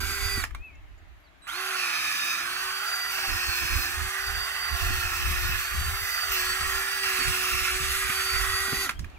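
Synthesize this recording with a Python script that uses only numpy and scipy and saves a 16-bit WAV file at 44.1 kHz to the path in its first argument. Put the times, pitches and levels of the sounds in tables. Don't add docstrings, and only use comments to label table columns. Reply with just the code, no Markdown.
import sys
import numpy as np
from scipy import signal
from scipy.fft import rfft, irfft, next_fast_len
from scipy.io import wavfile
from scipy.ndimage import uniform_filter1d

SR = 44100
rng = np.random.default_rng(int(sys.argv[2]) if len(sys.argv) > 2 else 0)


def store_wav(level_fs):
    pcm = np.round(np.clip(np.atleast_2d(level_fs), -1, 1) * 32767)
    wavfile.write(sys.argv[1], SR, pcm.T.astype(np.int16))


N = 404838

AIR_SPECTRUM = [(76, -50), (130, -19), (183, 6), (233, -38), (263, -0.5), (522, -8), (589, 2), (651, 2),
                (2200, 0), (4070, -9.5), (5400, -18), (6900, -17), (8800, -28), (11700, -21), (13600, -31),
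                (16000, -29)]
AIR_DB = -59
# (t/s, level/dB)
LEAF_STIR = [(0, 2), (1.0, -0.5), (1.4, 0), (8.9, 3.5), (9.18, 6)]
# (t/s, length/s, f/Hz, width/Hz, level/dB)
HIGH_BANDS = [(0.61, 0.1, 11700, 900, -73), (0.748, 0.016, 6900, 500, -68), (0.748, 0.016, 5700, 500, -70),
              (0.975, 0.022, 7000, 500, -67), (1.15, 0.14, 11500, 600, -76), (1.36, 0.1, 11500, 600, -77),
              (0.5, 0.95, 14970, 60, -83)]

BUFFET_SPECTRUM = [(8.8, -38), (15, -7), (70, 3), (94, -6.5), (130, -25), (170, -51), (290, -120)]
FLUTTER_SPECTRUM = [(60, -35), (120, 0), (200, -5), (300, 1), (450, -10), (700, -35.5)]
# (t/s, buffet level/dB, tilt/dB, flutter level/dB)
BREEZE = [(0, -39, -20, -59), (0.62, -57, 2, -64), (0.69, -55, 0, -63), (0.8, -46, 0, -67),
          (1.1, -51, -8, -68), (1.27, -60, 7, -72), (1.9, -66, -3, -60.5), (2.4, -63, -1, -54),
          (2.9, -64, -7, -72), (3.3, -53, -5, -56.5), (4.05, -45, -8, -58), (4.13, -56, 4, -72),
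          (4.22, -48, 10, -79), (4.65, -51, -13, -64.5), (5.1, -51, 3, -58), (6.0, -46, 5, -77),
          (6.15, -50, 5, -66), (6.8, -45, -10, -63), (6.9, -57, -13, -68), (7.15, -51, -5, -55),
          (7.5, -51, 0, -55), (8.2, -49.5, -8, -76), (8.9, -47, -5, -51), (9.18, -48, 0, -58.5)]
# (t/s, length/s, buffet level/dB, tilt/dB, flutter level/dB)
GUSTS = [(0.004, 0.13, -65, 5, -53), (0.218, 0.22, -35, -9.5, -69), (0.452, 0.17, -40, 8, -69),
         (0.823, 0.031, -50, 0, -81), (3.287, 0.07, -34.5, -12, -59), (3.475, 0.033, -37, -13, -67),
         (3.626, 0.042, -37, -12, -54), (3.709, 0.092, -29.5, -10, -59), (3.954, 0.13, -36.5, -9, -80),
         (4.264, 0.18, -41.5, -9, -67), (4.712, 0.045, -30.5, -10, -63), (4.81, 0.19, -30.5, -3, -68),
         (5.035, 0.048, -33, 2, -68), (5.11, 0.19, -40, 3, -63), (5.223, 0.33, -32.5, 2.5, -62),
         (5.543, 0.069, -37, -4, -63), (5.723, 0.23, -32.5, 2, -69), (6.02, 0.021, -38, 6, -68),
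         (6.285, 0.038, -47, 9, -77), (6.495, 0.027, -48, -8, -54), (6.6, 0.089, -43.5, -3, -72),
         (6.733, 0.051, -47, -13, -80), (7.196, 0.025, -48, -5, -40), (7.257, 0.058, -30.5, -4, -57),
         (7.53, 0.043, -35.5, -11, -62), (7.61, 0.026, -40, -11, -60), (7.72, 0.051, -38, -3, -69),
         (7.816, 0.11, -36.5, 2, -66), (7.946, 0.029, -41, -8.0, -68), (8.03, 0.038, -43, -7, -65),
         (8.33, 0.12, -34, -8, -77), (8.474, 0.082, -39, -11, -83), (8.607, 0.046, -46, 17, -75),
         (8.765, 0.035, -39, -2, -48), (8.964, 0.12, -36.5, -6, -73)]
GUST_EDGE_S = 0.021
# (t/s, level/dB, tilt/dB)
THUMPS = [(3.281, -47, 1), (3.35, -53, -11.0), (3.634, -46, -5), (3.712, -47, -13.5), (4.062, -47, 10.0),
          (4.726, -43, -17.0), (4.842, -38, -6), (5.026, -49, 8.5), (5.241, -40, 16), (5.309, -32, -0.5),
          (5.391, -48, -5), (5.488, -37, -16), (5.589, -50, -1.0), (5.745, -36, 5.0), (5.809, -35, -3),
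          (5.879, -37, 5), (6.609, -44, 13), (7.194, -51, 2), (7.278, -32, 1), (7.419, -50, -1.5),
          (7.49, -52, -3), (7.804, -37, -14), (9.004, -36, -15)]
THUMP_SPECTRUM = [(60, 6.5), (110, 4), (160, 3.5), (250, -10), (350, -31), (600, -40)]
THUMP_RISE_S, THUMP_T60_S = 0.011, 0.17

# (t/s, f/Hz, level/dB)
BIRD_NOTES = [
    [(0.55, 2380, -54), (0.554, 2320, -50), (0.592, 2400, -64), (0.65, 2640, -43), (0.694, 2470, -52),
     (0.72, 2130, -58)],
    [(8.945, 3100, -66), (8.976, 3200, -53), (8.986, 3269, -53)],
    [(0.745, 2660, -64), (0.77, 2660, -62), (0.8, 2640, -69)],
    [(0.72, 2260, -64), (0.745, 2170, -59), (0.77, 2130, -66)],
    [(9.142, 2810, -60), (9.155, 2660, -62), (9.18, 2240, -53)],
]
# (t/s, f/Hz, level/dB)
FAINT_BIRD_NOTE = [(1.238, 4740, -70), (1.255, 4630, -70), (1.275, 4020, -67), (1.29, 3800, -70)]

# (f/Hz, phase/rad)
PORT_LEAD = [(200, 0.5), (1030, 0.23), (1550, 1.24), (2580, 1.26), (2930, 4.1), (3790, 1.96), (4820, 4.05),
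             (5770, 5.7), (7300, 11.1), (10000, 17.47), (14500, 20.4)]
# (t/s, factor on the port lead)
SIDEWAYS_SHIFT = [(0, 0.61), (1.5, 0.76), (3, 0.89), (6, 0.95), (7.5, 0.79), (9.2, 0.7)]
# (f/Hz, tilt/dB)
PORT_TILT = [(60, 1), (110, 9), (200, 3), (380, -2), (700, -5), (1290, -7.5), (2380, -7), (4400, 0),
             (8120, -0.5), (15000, -5)]
# (f/Hz, likeness 0-1)
PORT_LIKENESS = [(300, 0.75), (1500, 1), (4000, 0.72), (8000, 0.54), (15000, 0.43)]

# (t/s, level/dB, f/Hz)
KNOCKS = [(0.372, -19.5, 122), (4.898, -22.5, 116), (8.092, -25.5, 136), (8.679, -33.5, 240),
          (8.725, -17, 143)]
# (t/s, level/dB, snap against body/dB, t60/s)
CLACKS = [(0.436, -21, -7.5, 0.035), (0.448, -32, -8, 0.03), (0.506, -39, -15, 0.027),
          (0.546, -27.5, -10.5, 0.023), (1.467, -34.5, -18, 0.035), (8.89, -19, -7, 0.037),
          (8.906, -29.5, -8, 0.04), (8.991, -42, 11, 0.026), (9.042, -34, -12, 0.028),
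          (9.097, -46, -4, 0.02)]
CASING_SPECTRUM = [(400, -14), (800, -5.5), (1200, 6), (1600, 6.5), (2250, 4.5), (3200, -4), (4500, -20)]
SNAP_SPECTRUM = [(2500, -7), (4500, 0), (7000, -3.5), (9000, -5), (16000, -20)]
# (start t/s, end t/s, f/Hz, level/dB)
SPEED_CONTROL = (1.418, 1.468, 3940, -57)
# (t/s, level/dB)
GEAR_CREEP = [(1.41, -70), (1.44, -60), (1.47, -50)]

# (t/s, f/Hz)
MOTOR_RUNS = [
    [(0, 388.0), (0.13, 395.1), (0.36, 395.3), (0.412, 381.0), (0.46, 170)],
    [(1.47, 200.0), (1.5, 275.0), (1.53, 326.0), (1.56, 360.5), (1.6, 374.4), (1.71, 380.2), (1.79, 370.2),
     (1.89, 349.9), (2.18, 344.7), (2.3, 348.6), (2.37, 346.3), (2.42, 354.5), (2.46, 356.9), (2.5, 365.2),
     (2.59, 374.9), (2.95, 395.5), (3.1, 392.4), (3.24, 375.6), (3.37, 366.0), (3.48, 366.9), (3.53, 361.6),
     (3.79, 358.4), (3.85, 354.1), (4.05, 378.9), (4.45, 395.0), (4.71, 391.8), (4.89, 371.0),
     (4.99, 369.5), (5.04, 364.6), (5.1, 367.9), (5.18, 365.1), (5.22, 367.8), (5.32, 363.6), (5.47, 363.0),
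     (5.74, 380.6), (5.87, 384.0), (6.03, 393.4), (6.18, 396.0), (6.31, 390.7), (6.38, 371.5),
     (6.41, 367.7), (6.59, 380.1), (6.9, 389.5), (7.02, 387.7), (7.14, 376.1), (7.51, 370.0), (7.61, 373.5),
     (7.72, 370.2), (7.86, 380.7), (7.95, 382.5), (8.22, 380.6), (8.83, 388.0), (8.858, 372), (8.878, 260),
     (8.92, 150)],
]
TRIGGER_RELEASES = (0.4, 8.835)
TREMBLE, TREMBLE_HZ = .0015, 25
# (t/s, then rattle, free mesh, fan hiss, top hiss, upper orders, each level/dB)
LAYER_LEVELS = [(0, -36, -49, -38.5, -51, -53), (0.4, -36, -57, -39.5, -53, -49),
                (1.55, -35, -45, -46, -62, -73), (1.72, -31, -46, -41.5, -57, -56),
                (2.15, -33.5, -47, -40.5, -54, -54), (2.6, -34, -43, -42, -47, -62),
                (3.0, -35, -51, -42, -50, -66), (3.3, -33.5, -49, -40, -53, -65),
                (3.9, -35, -48.5, -40.5, -50, -54), (4.55, -34, -49, -43, -53, -54),
                (4.9, -33.5, -49.5, -40, -57, -55), (5.5, -34.5, -47, -40.5, -51, -58),
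                (6.1, -34.5, -48, -39.5, -40, -55), (6.4, -32.5, -44.5, -37, -44, -48),
                (7.0, -33.5, -42.5, -38.5, -42, -47.5), (7.15, -30.5, -49.5, -36.5, -45, -45),
                (7.75, -31, -44, -36, -44, -48), (8.4, -31, -58, -36.5, -45, -45),
                (8.85, -33.5, -43, -36, -60, -49)]
RUNNING_HZ = 348
# (rattle, mesh, fan, top, upper orders, each level/dB)
LAYER_FADES = [-9, -11, -7, -11, -12]
HUM_FADE_DB, FOURTH_FADE_DB, FIFTH_FADE_DB = -10, -30, -6
BRAKE_DB_PER_S, SLOT_BRAKE_DB_PER_S = -100, -190
# (t/s, level/dB)
HUM_LEVEL = [(0.0, -48), (0.02, -51), (0.39, -48), (0.49, -71), (1.45, -78), (1.58, -49), (1.7, -48),
             (2.09, -61), (2.66, -53), (3.06, -60), (3.2, -52), (4.31, -53), (4.61, -60), (4.93, -47),
             (4.98, -53), (5.54, -51), (5.62, -58), (5.96, -54), (6.18, -61), (6.36, -45), (6.63, -52),
             (6.73, -46), (6.95, -53), (7.07, -44), (7.69, -47), (7.74, -43), (7.89, -48), (8.85, -45)]
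# (t/s, level/dB)
FOURTH_LEVEL = [(0, -43.5), (0.4, -52), (1.5, -69), (2.6, -42), (2.95, -48), (3.2, -51), (4.0, -52),
                (4.2, -44), (4.5, -58), (4.8, -64), (6.0, -50), (7.6, -51), (7.8, -50), (8.2, -45),
                (8.55, -44), (8.8, -46)]
# (t/s, level/dB)
FIFTH_LEVEL = [(0.0, -54), (0.33, -39), (1.6, -54), (1.79, -54), (1.82, -44), (1.89, -42), (2.29, -40),
               (2.58, -54), (3.02, -39), (3.09, -41), (3.16, -54), (3.56, -43), (3.94, -44), (4.14, -54),
               (4.26, -45), (4.47, -50), (4.64, -40), (4.78, -50), (4.95, -42), (5.31, -48), (5.45, -40),
               (5.57, -47), (5.76, -44), (5.86, -54), (6.18, -38), (6.3, -49), (6.51, -38), (6.84, -45),
               (7.01, -39), (7.38, -48), (7.51, -44), (7.59, -50), (8.57, -36), (8.83, -42)]
# (t/s, level/dB)
SLOT_LEVEL = [(0.0, -39), (0.2, -39.5), (0.4, -39.0), (1.5, -42), (1.6, -43), (1.68, -40.0), (1.74, -47.8),
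              (1.79, -40.0), (1.83, -44.4), (1.94, -41.7), (2.0, -45.6), (2.03, -54.1), (2.08, -49.5),
              (2.1, -58.0), (2.22, -53.1), (2.27, -58.0), (2.31, -46.5), (2.4, -48.8), (2.57, -36.3),
              (2.65, -41.5), (2.72, -37.4), (2.78, -41.2), (2.95, -35), (3.05, -39), (3.2, -37.5),
              (3.41, -41.5), (3.48, -37.8), (3.6, -44.7), (3.72, -39.4), (3.92, -48.8), (4.05, -41),
              (4.1, -47), (4.17, -46), (4.28, -38), (4.43, -37.4), (4.55, -43.7), (4.62, -36.7),
              (4.84, -43.4), (4.89, -46), (5.04, -44), (5.09, -57.6), (5.18, -50.8), (5.27, -57.0),
              (5.32, -51.3), (5.38, -58.0), (5.42, -47.2), (5.54, -53.3), (5.66, -40.7), (5.71, -45.3),
              (5.77, -40.5), (5.95, -44.4), (6.04, -36.7), (6.14, -39.8), (6.23, -35.3), (6.33, -44.8),
              (6.37, -39.4), (6.58, -39.7), (6.87, -44), (6.93, -36.7), (7.08, -45), (7.25, -39.2),
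              (7.37, -41.2), (7.49, -52.2), (7.59, -45.6), (7.68, -58.0), (7.73, -42.7), (7.88, -43),
              (7.99, -48), (8.09, -40.7), (8.2, -37.4), (8.38, -35.2), (8.46, -45.7), (8.54, -38.0),
              (8.64, -42.1), (8.83, -36.5)]
SLOT_SWELL_DB, SLOT_SWELL_HZ = 2.0, 18
# (t/s, left lead before unwrapping/rad, tilt/dB)
VENT_BEAM = [(0.1, 2.3, 0.0), (0.3, 1.0, -6.0), (1.55, 1.8, -6.0), (1.62, 2.5, -2.0), (1.7, 2.9, -3.0),
             (1.8, 1.6, -1.0), (1.95, 1.6, -3.0), (2.4, 2.4, -4.0), (2.6, 2.3, -3.0), (2.8, 4.3, 0.0),
             (3.1, 4.5, -1.0), (3.4, 2.6, -6.0), (3.7, 1.7, 1.0), (4.0, 3.7, -6.0), (4.2, 4.0, -1.0),
             (4.45, 4.2, -7.0), (4.7, 4.3, -5.0), (4.95, 5.2, -5.0), (5.5, 4.5, 0.0), (5.7, -0.8, 4.0),
             (5.9, 2.3, -5.0), (6.1, 4.7, -4.0), (6.25, 3.7, -8.0), (6.45, 1.5, 1.0), (6.7, 2.3, -1.0),
             (6.95, 1.8, -5.0), (7.2, 4.3, -8.0), (7.4, 3.4, -6.0), (7.8, 4.5, 0.0), (8.1, 1.4, -6.0),
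             (8.3, 1.9, -5.0), (8.55, 2.3, 3.0), (8.8, 1.3, 2.0)]
# (multiple of motor speed, relative level/dB)
UPPER_ORDERS = [(13, -6), (21, 0), (22, -8), (24, -8)]
# (multiple of motor speed, level against fan hiss/dB)
COMB_ORDERS = [(9, -20), (11, -20), (15, -19), (17, -19), (20, -20), (22, -19), (23, -17), (24, -18),
               (25, -17), (26, -20), (27, -19), (28, -20), (29, -20), (30, -19), (31, -19), (32, -19),
               (33, -20), (34, -18), (35, -21), (36, -21), (38, -21)]
COMB_SWELL_DB, COMB_SWELLS_PER_S = 5, 8
MESH_RATIO = 3.573
# (smear level/dB, smear width/Hz, steady line as a share of the smear)
MESH_HARMONICS = [(-23, 280, 0.66), (-7.5, 285, 0.031), (-22, 60, 1.0), (-16, 150, .6), (-21.5, 95, 0)]
# (t/s, third level/dB, fourth and fifth level/dB)
MESH_SHINE = [(1.6, -8, -8), (1.9, 0, -2), (2.0, 4, 1), (2.35, 5, 3), (2.5, -3, -2), (3.2, -6, -2),
              (3.5, -5, 2), (3.85, -4, 2), (4, -6, -3), (4.9, -3, -3), (5.5, -2, -2), (6, -3, 0),
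              (7.5, -5, -3), (8.9, -4, -2)]
GRIND_SPECTRUM = [(3500, -24), (4600, 6.5), (5300, 5.5), (5900, 5.5), (7000, -37)]
HOUSING_SPECTRUM = [(500, -37), (740, -12.5), (930, -18.5), (1100, -3.5), (1370, -5.5), (1480, -1.5),
                    (1620, 0), (1780, -1), (1950, -5), (2200, -11.5), (2600, -7), (3000, -6), (4200, -18),
                    (6000, -26.5)]
# (f/Hz, width/Hz)
HOUSING_FACES = [(780, 210), (1380, 52), (1540, 53), (1760, 116), (2000, 96), (2300, 150)]
# (t/s, then lift of each resonance/dB)
FACE_LIFTS = [(0.2, 5.5, 9.5, 6.5, -5, 3, 12), (1.6, 4, 6.5, 1.5, -5, 2, 4),
              (2.1, -0.5, 0.5, -2.5, -1, 0, 5), (2.95, 6.5, 11.5, 0, 1, -1, 6),
              (3.65, 4, 4.5, 1, 4.5, -2, 8), (4.5, 5.5, 7.5, 0.5, 0, 5.5, 0.5),
              (5.2, 3, 8.5, -9, 5, 1.5, 4.5), (6.0, 2, 7.5, -1, 0.5, 5.5, 4.5),
              (6.8, 2.5, 7, -8, 4, 4.5, 4.5), (7.45, -5, 7, -9, -1, 0.5, 7.5),
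              (8.0, -5.5, 2.5, -3, -3, 5, 7), (8.45, -1, 10, -1.5, -2, 5, 4), (8.9, 3, 8, 2, -9, 11, 1)]
FAN_SPECTRUM = [(2500, -40), (3300, 7), (4200, 5.5), (5300, 3.5), (6500, 7), (8000, 3.5), (10000, 3),
                (11500, 7), (13000, -0.5), (16000, -24)]
TOP_SPECTRUM = [(11500, -22.5), (13000, -6), (14300, 8.5), (15200, -6), (16500, 4)]
# (t/s, length/s, mesh gain/dB, top hiss gain/dB, jolt at first bite/dB)
PUSHES = [(1.758, 0.55, 12, 11, -2), (3.108, 0.74, 13, 12, 0), (4.753, 0.76, 11, 14, 1.5),
          (5.675, 0.062, -5, -1, 0), (6.307, 0.035, 13, 12, 3.5), (7.025, 0.62, 12, 8, 2),
          (7.783, 0.68, 8, 1, -2)]
BITE_S, LIFT_S, JOLT_S = 0.012, 0.18, 0.048

BAND_EDGE_HZ = 15740
LEFT_RIGHT = np.array([[.5], [-.5]])


def gain_of(db):
    return 10 ** (np.asarray(db) / 20)


def evened(x):
    return x / np.sqrt(np.mean(x ** 2) + 1e-20)


def read(points, hz):
    f, value = np.transpose(points)
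    return np.interp(np.log(hz + 1), np.log(f + 1), value)


def follow(rows, t):
    at, *columns = np.transpose(rows)
    return [np.interp(t, at, column) for column in columns]


def unroll(rows):
    start, end = rows[0][0], rows[-1][0]
    return start, follow(rows, np.arange(start, end, 1 / SR))


def add(mix, s, sound):
    part = mix[round(s * SR):][:len(sound)]
    part += sound[:len(part)]


def coloured(x, spectrum):
    size = next_fast_len(x.shape[-1])
    tint = gain_of(read(spectrum, np.fft.rfftfreq(size, 1 / SR)))
    shaped = irfft(rfft(x, size) * tint, size)
    return evened(shaped[..., :x.shape[-1]])


def patchy(x, patchy_db, size=512, start=None):
    hz, t, z = signal.stft(x, SR, nperseg=size, noverlap=size // 2)
    patches = rng.standard_normal(z.shape[-2:])
    patches = uniform_filter1d(patches, size=3 * 512 // size, axis=0)
    patches = uniform_filter1d(patches, size=30 * 512 // size, axis=1)
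    db = patchy_db * evened(patches)
    if start is not None:
        for (centre_hz, width), lift_db in zip(HOUSING_FACES, follow(FACE_LIFTS, start + t)):
            db = db + np.exp(-.5 * ((hz[:, None] - centre_hz) / width) ** 2) * lift_db
    y = signal.istft(z * gain_of(db), nperseg=size, noverlap=size // 2)[1]
    return evened(y[..., :x.shape[-1]])


def wander(count, hz):
    step = 16
    r = np.exp(-np.pi * hz * step / SR)
    a, b = rng.standard_normal((count // step + 2, 2)).T
    slow = signal.lfilter([1], [1, -2 * r, r ** 2], a + 1j * b)
    slow = slow / np.sqrt(np.mean(abs(slow) ** 2))
    return np.interp(np.arange(count) / step, np.arange(len(slow)), slow)


def garden():
    (stir_db,) = follow(LEAF_STIR, np.arange(N) / SR)
    air = coloured(rng.standard_normal((2, N)), AIR_SPECTRUM)
    out = gain_of(AIR_DB + stir_db) * patchy(air, patchy_db=1.5)
    for s, length, hz, width, db in HIGH_BANDS:
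        count = round(length * SR)
        band = [(hz - width, -40), (hz - width / 2, 0), (hz + width / 2, 0), (hz + width, -40)]
        detail = np.hanning(count) * coloured(rng.standard_normal((2, count)), band)
        add(out.T, s, (gain_of(db) * detail).T)
    return out


def thump(db, tilt_db):
    t = np.arange(4096) / SR
    shared, left, right = rng.standard_normal((3, len(t)))
    puff = coloured(1.8 * shared + np.array([left, right]), THUMP_SPECTRUM)
    rise = np.sin(np.pi / 2 * np.minimum(t / THUMP_RISE_S, 1)) ** 2
    shape = rise * gain_of(db - 60 * t / THUMP_T60_S)
    return (gain_of(LEFT_RIGHT * tilt_db) * shape * puff).T


def wind():
    db, tilt_db, flutter_db = (np.resize(c, N) for c in unroll(BREEZE)[1])
    shared, left, right = rng.standard_normal((3, N))
    eddies = (.5 * shared + np.array([left, right])) * gain_of(2.1 * wander(N, 3.1).real)
    low, high = coloured(eddies, BUFFET_SPECTRUM), coloured(eddies, FLUTTER_SPECTRUM)
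    out = gain_of(LEFT_RIGHT * tilt_db) * (gain_of(db) * low + gain_of(flutter_db) * high)
    t = np.arange(N) / SR
    for start, length, db, tilt_db, flutter_db in GUSTS:
        end = start + length
        span = slice(max(round((start - GUST_EDGE_S) * SR), 0), round((end + GUST_EDGE_S) * SR))
        inside_s = np.minimum(t[span] - start, end - t[span])
        swell = np.sin(np.pi / 2 * np.clip(.5 + inside_s / (2 * GUST_EDGE_S), 0, 1)) ** 2
        buffet = np.array([evened(port) for port in low[:, span]])
        gust = gain_of(db) * buffet + gain_of(flutter_db) * evened(high[:, span])
        out[:, span] += swell * gain_of(LEFT_RIGHT * tilt_db) * gust
    for s, *puff in THUMPS:
        add(out.T, s - THUMP_RISE_S / 2, thump(*puff))
    return out


def echoes(x, t60):
    t = np.arange(round(.4 * SR)) / SR
    signs = rng.choice([-1., 1.], (2, len(t)))
    sparse = rng.random((2, len(t))) < .05
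    taps = signs * sparse * gain_of(-60 * t / t60) * (t > .002)
    taps = taps / np.linalg.norm(taps, axis=1, keepdims=True)
    return signal.oaconvolve(x[None], taps, axes=1)[:, :N]


def whistle(rows):
    s, (hz, db) = unroll(rows)
    tone = np.sqrt(2) * np.sin(2 * np.pi * np.cumsum(hz) / SR)
    return s, gain_of(db) * tone * signal.windows.tukey(len(hz), .2)


def birds():
    bird = np.zeros(N)
    for rows in BIRD_NOTES + [FAINT_BIRD_NOTE]:
        add(bird, *whistle(rows))
    return bird * gain_of([[1.5], [-1.5]]) + gain_of(-10) * echoes(bird, .4)


def ports(tool):
    hz, t, (like, other) = signal.stft(tool, SR, nperseg=512, noverlap=256)
    same = np.clip(read(PORT_LIKENESS, hz), 0, 1)[:, None]
    lead = read(PORT_LEAD, hz)[:, None] * follow(SIDEWAYS_SHIFT, t)[0]
    half = gain_of(read(PORT_TILT, hz) / 2)[:, None] * np.exp(.5j * lead)
    apart = np.sqrt((1 - same) / (1 + same)) * other
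    both = np.array([(like + apart) * half, (like - apart) / half])
    return signal.istft(both, nperseg=512, noverlap=256)[1][:, :N]


def knock(db, hz):
    t = np.arange(5000) / SR
    modes = [(1, 1), (1.7, 0.62), (2.77, 0.49)]
    thud = sum(amplitude * np.sin(2 * np.pi * ratio * hz * t) for ratio, amplitude in modes)
    return gain_of(db - 60 * t / 0.038) * thud * np.minimum(t / 0.0058, 1)


def clack(db, snap_db, t60):
    t = np.arange(4096) / SR
    fall = gain_of(-60 * t / t60) * np.minimum(t / 0.0036, 1) ** 2
    body, snap = rng.standard_normal((2, len(t)))
    blow = coloured(body, CASING_SPECTRUM) + gain_of(snap_db) * coloured(snap, SNAP_SPECTRUM)
    return gain_of(db + 3.0) * fall * blow


def speed_control():
    start, end, hz, db = SPEED_CONTROL
    s, tone = whistle([(start, hz, db), (end, hz, db)])
    _, octave = whistle([(start, 2 * hz, db - 1), (end, 2 * hz, db - 2)])
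    return s, tone + octave


def gear_creep():
    s, (db,) = unroll(GEAR_CREEP)
    return s, gain_of(db) * coloured(rng.standard_normal(len(db)), HOUSING_SPECTRUM)


def push_shape(t, start, length):
    since = t - start
    load = np.clip(np.minimum(since / BITE_S, 1 + (length - since) / LIFT_S), 0, 1)
    jolt = np.clip(since / 0.019, 0, 1) * np.exp(-(np.maximum(since, 0) / JOLT_S) ** 2)
    return load, jolt


def order(angle, k, waver, lead=0.):
    wavering = 1 + waver * wander(len(angle), 40)
    return np.sqrt(2) * (np.exp(1j * k * angle) * wavering * np.exp(1j * lead)).real


def comb(t, angle):
    at = np.arange(t[0], t[-1] + 1, 1 / COMB_SWELLS_PER_S)
    swells = gain_of(COMB_SWELL_DB * rng.standard_normal((len(COMB_ORDERS), len(at))))
    return sum(gain_of(db) * np.interp(t, at, swell) * np.cos(k * angle + rng.uniform(0, 2 * np.pi))
               for (k, db), swell in zip(COMB_ORDERS, swells))


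def beamed_whine(t, angle, slot_db, upper_db):
    at, lead, tilt_db = np.transpose(VENT_BEAM)
    lead = np.interp(t, at, np.unwrap(lead))
    slot_gain = gain_of(slot_db + LEFT_RIGHT * np.interp(t, at, tilt_db))
    slot = slot_gain * order(angle, 12, .4, LEFT_RIGHT * lead)
    upper = sum(gain_of(db) * order(angle, k, .8, LEFT_RIGHT * 4) for k, db in UPPER_ORDERS)
    return slot + gain_of(upper_db + LEFT_RIGHT * 7) * upper


def gear_mesh(t, angle):
    third_db, higher_db = follow(MESH_SHINE, t)
    shine_db = [0, 0, third_db, higher_db, higher_db]
    mesh = 0
    for k, (db, width, steady) in enumerate(MESH_HARMONICS):
        smear = np.array([steady + wander(len(t), width) for _ in range(2)])
        carrier = np.exp(1j * (k + 1) * MESH_RATIO * angle)
        mesh = mesh + gain_of(db + shine_db[k]) * (carrier * smear).real
    return evened(mesh)


def pulsing_noise(angle, uneven_db, uneven_hz, turn_share):
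    uneven = gain_of(uneven_db * wander(len(angle), uneven_hz).real)
    return rng.standard_normal((2, len(angle))) * uneven * (1 + turn_share * np.cos(angle))


def drill(motor, release_s):
    s, (turns_hz,) = unroll(motor)
    count = len(turns_hz)
    t = s + np.arange(count) / SR
    trembling = 1 + TREMBLE * wander(count, TREMBLE_HZ).real
    angle = 2 * np.pi * np.cumsum(turns_hz * trembling) / SR
    halvings = np.log2(np.maximum(RUNNING_HZ / turns_hz, 1))
    braked_s = np.maximum(t - release_s, 0)

    def slowed(db, fade_db):
        return db + fade_db * halvings + BRAKE_DB_PER_S * braked_s

    rattle_db, mesh_db, fan_db, top_db, upper_db = map(slowed, follow(LAYER_LEVELS, t), LAYER_FADES)
    for start, length, mesh_gain_db, top_gain_db, jolt_db in PUSHES:
        load, jolt = push_shape(t, start, length)
        rattle_db, fan_db = rattle_db + jolt_db * jolt, fan_db + jolt_db * jolt
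        mesh_db, top_db = mesh_db + mesh_gain_db * load, top_db + top_gain_db * load
    hum_db = slowed(follow(HUM_LEVEL, t)[0], HUM_FADE_DB)
    fourth_db = slowed(follow(FOURTH_LEVEL, t)[0], FOURTH_FADE_DB)
    fifth_db = slowed(follow(FIFTH_LEVEL, t)[0], FIFTH_FADE_DB)
    slot_db = follow(SLOT_LEVEL, t)[0] + SLOT_BRAKE_DB_PER_S * braked_s
    slot_db += SLOT_SWELL_DB * np.sqrt(2) * wander(count, SLOT_SWELL_HZ).real

    tones = gain_of(hum_db) * (order(angle, 1, .15) + gain_of(-10) * order(angle, 2, .5))
    tones += gain_of(fourth_db) * order(angle, 4, .55)
    tones += gain_of(fifth_db) * order(angle, 5, .25)
    tones += gain_of(fan_db) * comb(t, angle)

    ticks = pulsing_noise(angle, 1.33, 81.0, 0.054)
    rattle = patchy(coloured(ticks, HOUSING_SPECTRUM), patchy_db=3.5, size=1024, start=s)
    loaded = gear_mesh(t, angle) + gain_of(-8.5) * coloured(ticks, GRIND_SPECTRUM)
    swirl = pulsing_noise(angle, 1.66, 30.0, 0.036)
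    fan = patchy(coloured(swirl, FAN_SPECTRUM), patchy_db=2.0)
    top = patchy(coloured(swirl, TOP_SPECTRUM), patchy_db=2.0)
    noise = gain_of(rattle_db) * rattle + gain_of(mesh_db) * loaded
    noise += gain_of(fan_db) * fan + gain_of(top_db) * top

    faces = noise + tones * [[1], [0]]
    columns = np.vstack([faces, beamed_whine(t, angle, slot_db, upper_db)])
    return s, (columns * signal.windows.tukey(count, 600 / count)).T


def scene():
    tool, hits = np.zeros((N, 4)), np.zeros(N)
    for motor, release_s in zip(MOTOR_RUNS, TRIGGER_RELEASES):
        add(tool, *drill(motor, release_s))
    for s, *blow in CLACKS:
        add(hits, s, clack(*blow))
    for s, *blow in KNOCKS:
        add(hits, s, knock(*blow))
    add(hits, *speed_control())
    add(hits, *gear_creep())
    like, other, *beamed = tool.T
    near = ports(np.array([like + hits, other])) + beamed
    reflected = gain_of(-7.0) * echoes(other + hits, 0.16)
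    return garden() + wind() + birds() + reflected + near


def record(dry):
    low_pass = signal.firwin(511, BAND_EDGE_HZ, window=("kaiser", 9), fs=SR)
    return signal.oaconvolve(dry, low_pass[None], "same")


dry = scene()
out = record(dry)
store_wav(out)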